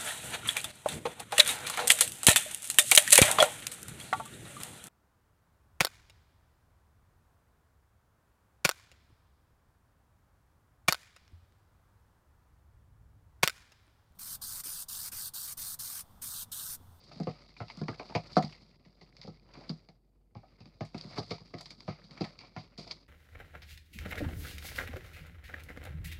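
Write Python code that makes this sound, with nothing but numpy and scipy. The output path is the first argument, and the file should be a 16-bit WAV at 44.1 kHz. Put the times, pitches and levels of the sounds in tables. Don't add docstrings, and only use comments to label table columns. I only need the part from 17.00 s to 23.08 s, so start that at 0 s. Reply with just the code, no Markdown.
import sys
import numpy as np
from scipy import signal
from scipy.fft import rfft, irfft
from scipy.io import wavfile
from scipy.ndimage import uniform_filter1d

SR = 44100
rng = np.random.default_rng(int(sys.argv[2]) if len(sys.argv) > 2 else 0)


def natural_amplitude(level_db):
    exponent = np.asarray(level_db, float) / 20
    return 10 ** exponent


def master_out(mix):
    frames = np.transpose(np.atleast_2d(mix))
    ceiling = np.clip(frames, -1, 1)
    pcm = np.round(ceiling * 32767).astype(np.int16)
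    wavfile.write(sys.argv[1], SR, pcm)


N = 268128
TIME = np.arange(N) / SR

# t/s, nominal edge hiss level/dB, nominal slime squelch level/dB
STIRRING = [(0, -66, -72), (.25, -64, -64), (.54, -66.5, -73), (.98, -61.5, -61.5), (1.32, -58.5, -61),
            (1.73, -73.5, -74), (1.8, -83, -80), (1.87, -75, -77), (2.44, -78.5, -73), (2.54, -68, -63),
            (2.75, -71, -68.5), (3.01, -94, -91.5), (3.34, -99, -93.5), (3.36, -79, -79.5),
            (3.89, -74.5, -72), (4.05, -60, -63), (4.2, -55, -57.5), (4.45, -69, -75), (5.0, -67.5, -67.5),
            (5.27, -65, -63), (5.52, -74, -72.5), (5.95, -71, -67.5), (6.08, -81, -83)]
# f/Hz, relative level/dB, t60/s before the slime damps them further
TUB_MODES = [(110.5, 0, 0.13), (156.7, 1, 0.29), (195.2, 0.5, .15), (236.5, -2.5, 0.14), (291.4, -2, 0.1),
             (352.4, -6, 0.13), (437, -8, 0.13), (503.6, -8.5, 0.11), (579, -13, 0.17), (617.3, -7, 0.15),
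             (659.5, -6, 0.14), (723, -3.5, 0.2), (803.7, -6.5, 0.13), (901, -11, 0.13), (974, -16, 0.12),
             (1054, -9.5, 0.13), (1174, -7, .09), (1252, -12.5, 0.2), (1335, -8.5, 0.072),
             (1500, -17.5, 0.092), (1700, -18, 0.13)]
# f/Hz, level/dB (per Hz)
CONTACT_SPECTRUM = [(530, -24.5), (900, -6.5), (1120, -11), (1310, -12.5), (1580, -19), (2170, -6),
                    (3160, -17), (3930, -9), (4800, -1.5), (5090, -8.5), (6010, -20.5), (7000, -27.5),
                    (9000, -35.5), (12000, -45), (15500, -54.5)]
# f/Hz, level/dB (per Hz)
ROOM_SPECTRUM = [(60, -8), (124, -12), (229, -15.5), (470, -20), (550, -32.5), (704, -26), (1400, -46.5),
                 (3000, -46), (4700, -51.5), (7000, -48.5), (15000, -48.5)]
# t/s, nominal middle-band level/dB,
# body level/dB above it, sharpness level/dB above it, tail t60/s
TICKS = [(0.0373, -54, -18, -11, 0.15), (0.118, -45, -1.5, -37, 0.068), (0.16, -58, -11, -20, 0.13),
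         (0.2004, -44.5, -7, -16, 0.087), (0.2329, -44, -9, -21, 0.09), (0.2714, -45, 8, -25, 0.15),
         (0.292, -48, -13, -22, 0.22), (0.5658, -51, 3, -39, 0.12), (0.603, -49.5, 9.5, -35, 0.16),
         (0.6828, -48, -2.5, -35, 0.12), (0.7, -40, 4.5, -38, 0.076), (0.7721, -46, -17, -16, 0.12),
         (0.815, -44.5, -14, -25, 0.11), (0.883, -40, 6, -40, 0.1), (0.9961, -40.5, 3.5, -33, 0.097),
         (1.057, -53, -3, -26, 0.11), (1.0849, -58, -6, -24, 0.11), (1.1505, -28.5, 3.5, -25, 0.12),
         (1.3312, -39, -13, -20, 0.14), (1.3578, -38.5, -6, -21, 0.16), (1.3675, -29, -4.5, -20, 0.11),
         (1.425, -36, -1.5, -18, 0.16), (1.4478, -35.5, -15, -30, 0.052), (1.5248, -48.5, 2, -26, 0.21),
         (1.85, -58.5, 1.5, -28.5, 0.13), (2.0119, -48.5, -4.5, -27.5, 0.17), (2.167, -49, -9.5, -30, 0.11),
         (2.215, -42, -7.5, -31, 0.34), (2.2719, -42.5, -15, -33, 0.057), (2.5376, -49.5, -7, -27, 0.33),
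         (2.613, -56.5, -2, -31, 0.16), (2.694, -32.5, -9.5, -28.5, 0.077), (2.8878, -55.5, -6, -28, 0.13),
         (3.3496, -57.5, 1.5, -34.5, 0.34), (3.605, -53, -3, -34, 0.12), (3.6565, -56, -2, -36, 0.14),
         (3.8082, -37, -1.5, -38, 0.14), (3.851, -47.5, -4, -10, 0.15), (3.9454, -44, -2.5, -21, 0.23),
         (3.9792, -40.5, -13, -20, 0.12), (4.0113, -40.5, -19, -30, 0.047), (4.184, -33, -18, -46, 0.19),
         (4.3062, -32.5, -6.5, -27, 0.25), (4.5405, -44.5, -1, -41, 0.17), (4.5848, -38.5, -8, -26, 0.1),
         (4.6094, -42.5, -10, -8.5, 0.14), (4.6577, -38, -7.5, -23, 0.11), (4.7055, -38, -9, -16, 0.11),
         (4.805, -42.5, -5, -35, 0.049), (4.8787, -38, 0, -47, 0.22), (5.041, -44, -20, -38, 0.1),
         (5.109, -45, -5, -42, 0.077), (5.1756, -42.5, 4, -36, 0.052), (5.2088, -33, -8.5, -40, 0.15),
         (5.2414, -39, 0.5, -19, 0.18), (5.3898, -43, -1.5, -30, 0.38), (5.5646, -40.5, 3, -41, 0.16),
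         (5.5837, -42.5, -8, -39, 0.17), (5.7778, -37, -12, -20.5, 0.42), (5.8761, -44, -9, -27, 0.17),
         (5.9099, -31, -11.5, -39, 0.098)]
# t/s, nominal large-panel level/dB, then level/dB above it of
KNOCKS = [(.115, -57, -9, -6, 6.5), (0.158, -60, -5, 11, -9), (.2, -32, -27, 1.5, -13.5),
          (.271, -32.5, -1, -2, -5), (.603, -41, 10, -2.5, 0), (.7, -64.5, -11, 1, 3),
          (.773, -54.5, -1, 10.5, -1.5), (.814, -36, -15, 3, -11), (.887, -31, -3, -8.5, -7),
          (0.999, -42, -28, -18, 1), (1.098, -50, -18, 2, 1), (1.151, -28.5, 1.5, -4, -0.5),
          (1.368, -21.5, -25, -2, -3), (1.434, -44, -17, 9.5, -0.5), (1.861, -65, -4.5, 9.5, -6),
          (2.014, -54.5, -7, -5, -6.5), (2.245, -54, -6, 4, -5.5), (2.276, -45, 0, 2.5, -11),
          (2.572, -47.5, -23, -9, -6), (2.614, -62, -8, 1, 3), (2.697, -39, -7, 5, -8),
          (2.887, -59.5, -3, 2.5, -4), (3.354, -49, 12.5, 0.5, -3), (3.433, -67, -21, -5, 7),
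          (3.606, -54, 9.5, 0, -10), (3.656, -57.5, -3, 4, -4), (3.808, -33, 2, -6.5, -7),
          (3.945, -39, -4, -1.5, -8), (4.05, -55, 3, 8, -17), (4.182, -32, -1, -7, -5),
          (4.311, -36, -1.5, -4, -4), (4.404, -52.5, -1, -1.5, -10), (4.538, -37.5, -2.5, -6, -11.5),
          (4.605, -54.5, 0, -10, 2.5), (4.712, -56.5, -16, -0.5, -6), (4.88, -37.5, 6, 0, -0.5),
          (5.035, -69.5, -4.5, 12.5, -14), (5.103, -66, -9, 9.5, -9), (5.172, -64, -8, 1, 6),
          (5.209, -29.5, -7, -4.5, -15), (5.245, -54, -5, 8.5, 8.5), (5.435, -61.5, -13, -18, 6.5),
          (5.564, -42.5, 7, -0.5, 1.5), (5.785, -43.5, -13, -0.5, -5), (5.868, -54, -16, -9, 1.5),
          (5.907, -54, -15, -18, 0.5)]

BODY_TOP_HZ, SHARP_FROM_HZ = 3150, 6700
FLOOR_TOP_HZ, WALL_TOP_HZ, LARGE_TOP_HZ, MIDDLE_TOP_HZ = 130, 260, 530, 860
USUAL_DB = -68


def level(x, db):
    return x * natural_amplitude(db) / np.sqrt(np.mean(x ** 2))


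def curve(table):
    times, *columns = np.transpose(table)
    return [np.interp(TIME, times, column) for column in columns]


def colour(x, spectrum, low_hz=0, high_hz=SR):
    hz = np.maximum(np.fft.rfftfreq(2048, 1 / SR), 1)
    points_hz, points_db = np.transpose(spectrum)
    octaves_outside = np.maximum(np.log2(np.maximum(low_hz / hz, hz / high_hz)), 0)
    response_db = np.interp(np.log(hz), np.log(points_hz), points_db)
    response_db = response_db - np.minimum(60 * octaves_outside, 60)
    cepstrum = irfft(response_db * np.log(10) / 20)
    cepstrum[1:1024] *= 2
    cepstrum[1025:] = 0
    impulse_response = irfft(np.exp(rfft(cepstrum)))
    return signal.fftconvolve(x, impulse_response)[:N]


def walk(rate_hz):
    hold = int(SR / rate_hz)
    steps = np.repeat(rng.standard_normal(N // hold + 1), hold)
    return uniform_filter1d(steps, hold)[:N]


def add(out, start_s, sound):
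    i = int(start_s * SR)
    out[i:i + len(sound)] += sound[:N - i]


def ring_modes(force, modes, damping):
    out = 0
    for hz, db, t60 in modes:
        radius = np.exp(-np.log(1000) / (damping * t60 * SR))
        angle = 2 * np.pi * hz / SR
        poles = [1, -2 * radius * np.cos(angle), radius ** 2]
        out = out + natural_amplitude(db) * np.sin(angle) * signal.lfilter([1], poles, force)
    return out


def bubbles(low_hz=600, octaves=2.2, decay_cycles=2.6, glide=0.029, spread_db=6.0, count=900):
    out, t = np.zeros(N), TIME[:SR // 20]
    for when, pitch, size in rng.random((count, 3)):
        cycles = low_hz * 2 ** (octaves * pitch) * t
        tone = np.sin(2 * np.pi * cycles * (1 + glide * cycles / 2))
        pop = tone * np.exp(-cycles / decay_cycles)
        add(out, when * N / SR, natural_amplitude(-spread_db * np.log(1 - size)) * pop)
    return out


def drag(grain_db=3.0, flicker_db=2.5, wet_db=5.0):
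    hiss_db, squelch_db = curve(STIRRING)
    rumble_db = -61 + 0.64 * (squelch_db - USUAL_DB)
    scrape_db, rise_s, fade_s = -24.5, 0.0037, 0.032
    scrape = np.zeros(N)
    for s, db, *_ in TICKS:
        rise_and_fade = np.exp(np.minimum((TIME - s) / rise_s, (s - TIME) / fade_s))
        scrape += natural_amplitude(db + scrape_db) * rise_and_fade

    unevenness = natural_amplitude(grain_db * walk(500) + flicker_db * walk(49))
    slips = rng.standard_normal((3, N)) * unevenness
    hiss = level(colour(slips[0], CONTACT_SPECTRUM, BODY_TOP_HZ), 0)

    sucking = slips[1] * natural_amplitude(wet_db * walk(60))
    small_modes = [mode for mode in TUB_MODES if mode[0] > LARGE_TOP_HZ]
    squelch = level(ring_modes(sucking, small_modes, 0.41), -1.5)
    squelch = squelch + level(colour(sucking, CONTACT_SPECTRUM, 0, BODY_TOP_HZ), -5.5)
    squelch = squelch + level(bubbles(), -8.0)

    large_modes = [mode for mode in TUB_MODES if mode[0] < LARGE_TOP_HZ]
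    rumble = level(ring_modes(slips[2], large_modes, 0.15), 0)
    return hiss * (natural_amplitude(hiss_db) + scrape) + squelch * natural_amplitude(squelch_db) + rumble * natural_amplitude(rumble_db)


def background():
    squelch_db = curve(STIRRING)[1]
    hum_db = -66.5 + 0.35 * (squelch_db - USUAL_DB) + 2.6 * walk(3.0)
    hum_hz = 47.5 + 0.24 * walk(5.4)
    hum = np.sqrt(2) * natural_amplitude(hum_db) * np.sin(2 * np.pi * np.cumsum(hum_hz) / SR)
    return hum + level(colour(rng.standard_normal(N), ROOM_SPECTRUM), -72.5)


def crackles(count=280):
    offset_db, spread_db, slope = 0.5, 4, 0.8
    body_db, sharp_db, t60_s = 0, -32.5, 0.044
    still_db = -86
    when, size = rng.random((count, 2)).T
    seconds = when * N / SR
    times, hiss_db, _ = np.transpose(STIRRING)
    hiss_then_db = np.interp(seconds, times, hiss_db)
    db = USUAL_DB + slope * (hiss_then_db - USUAL_DB) + offset_db
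    db = db - spread_db * np.log(1 - 0.95 * size)
    return [(s, tick_db, body_db, sharp_db, t60_s)
            for s, tick_db, hiss in zip(seconds, db, hiss_then_db) if hiss > still_db]


def ticks(crack_s=0.00087, tail_db=-8.0, gains_db=(-5.0, -4.0, -3.0), ring_db=12.0,
          ring_width_hz=330, burst_db=3.0):
    spot_hz, spot_spread_hz = 2320, 220
    envelopes, out = np.zeros((3, N)), np.zeros(N)
    noise = rng.standard_normal((4, N)) * natural_amplitude(burst_db * walk(150))
    rows = list(TICKS) + crackles()
    pitches_hz = spot_hz + spot_spread_hz * rng.standard_normal(len(rows))
    for (s, db, body_db, sharp_db, t60), hz in zip(rows, pitches_hz):
        t = TIME[:int(t60 * SR)]
        shape = np.exp(-t / crack_s) + natural_amplitude(tail_db) * np.exp(-np.log(1000) * t / t60)
        for envelope, relative_db in zip(envelopes, (body_db, 0, sharp_db)):
            add(envelope, s, natural_amplitude(db + relative_db) * shape)
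        push = shape * np.take(noise[3], int(s * SR) + np.arange(len(t)), mode="wrap")
        spot = signal.iirpeak(hz, hz / ring_width_hz, SR)
        spot_ring = signal.lfilter(*spot, signal.lfilter(*spot, push))
        add(out, s, natural_amplitude(db + body_db + ring_db) * spot_ring)

    bands = ((0, BODY_TOP_HZ), (BODY_TOP_HZ, SHARP_FROM_HZ), (SHARP_FROM_HZ, SR))
    for envelope, grit, (low, high), db in zip(envelopes, noise, bands, gains_db):
        unit = np.std(colour(grit, CONTACT_SPECTRUM, low, high))
        out = out + natural_amplitude(db) * colour(grit * envelope, CONTACT_SPECTRUM, low, high) / unit
    return out


def knocks(scatter_db=5.0, scatter_hz=500, rise_cycles=0.18, smother_s=0.069, smother_db=12.5):
    smallest_db = -1.5
    detune, panel_detune, panel_blur_hz = 0.014, 0.025, 28
    out, t = np.zeros(N), TIME[:SR // 6]
    hz, mode_db, t60 = np.transpose(TUB_MODES)[:, :, None]
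    part = np.digitize(hz, (FLOOR_TOP_HZ, WALL_TOP_HZ, LARGE_TOP_HZ, MIDDLE_TOP_HZ))
    is_panel = part > 1
    rise = 1 - np.exp(-t * hz / rise_cycles)
    smother = natural_amplitude(-smother_db * (1 - np.exp(-(t / smother_s) ** 4)))
    shape = rise * np.exp(-np.log(1000) * t / t60) * smother
    scatter = scatter_db * np.minimum(hz / scatter_hz, 1)
    detuning = np.where(is_panel, panel_detune, detune)
    step_spread = np.sqrt(2 * np.pi * panel_blur_hz * 50 / SR)
    chance = rng.standard_normal((len(KNOCKS), 3, len(TUB_MODES), 1))
    for (s, db, boom, wall, small), (strength, pitch, side) in zip(KNOCKS, chance):
        part_db = np.array([boom, wall, 0, small, small + smallest_db])[part]
        gain = natural_amplitude(db + part_db + mode_db + scatter * strength) * np.sign(side)
        steps = rng.standard_normal((len(TUB_MODES), len(t) // 50)) * step_spread
        wobble = is_panel * np.repeat(steps / 50, 50, axis=1).cumsum(axis=1)
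        phase = 2 * np.pi * hz * (1 + detuning * pitch) * t + wobble
        add(out, s, (gain * np.sin(phase) * shape).sum(0))
    return out


def scene():
    radiation = signal.butter(6, 70.8, "high", fs=SR, output="sos")
    tub = signal.sosfilt(radiation, drag() + ticks() + knocks())
    return (tub + background())[None]


def roll_off(x):
    return signal.sosfilt(signal.butter(12, 15480, fs=SR, output="sos"), x)


def record(dry):
    microphone = signal.butter(8, 39.5, "high", fs=SR, output="sos")
    heard = signal.sosfilt(microphone, dry)
    return roll_off(heard)


dry = scene()
out = record(dry)
master_out(out)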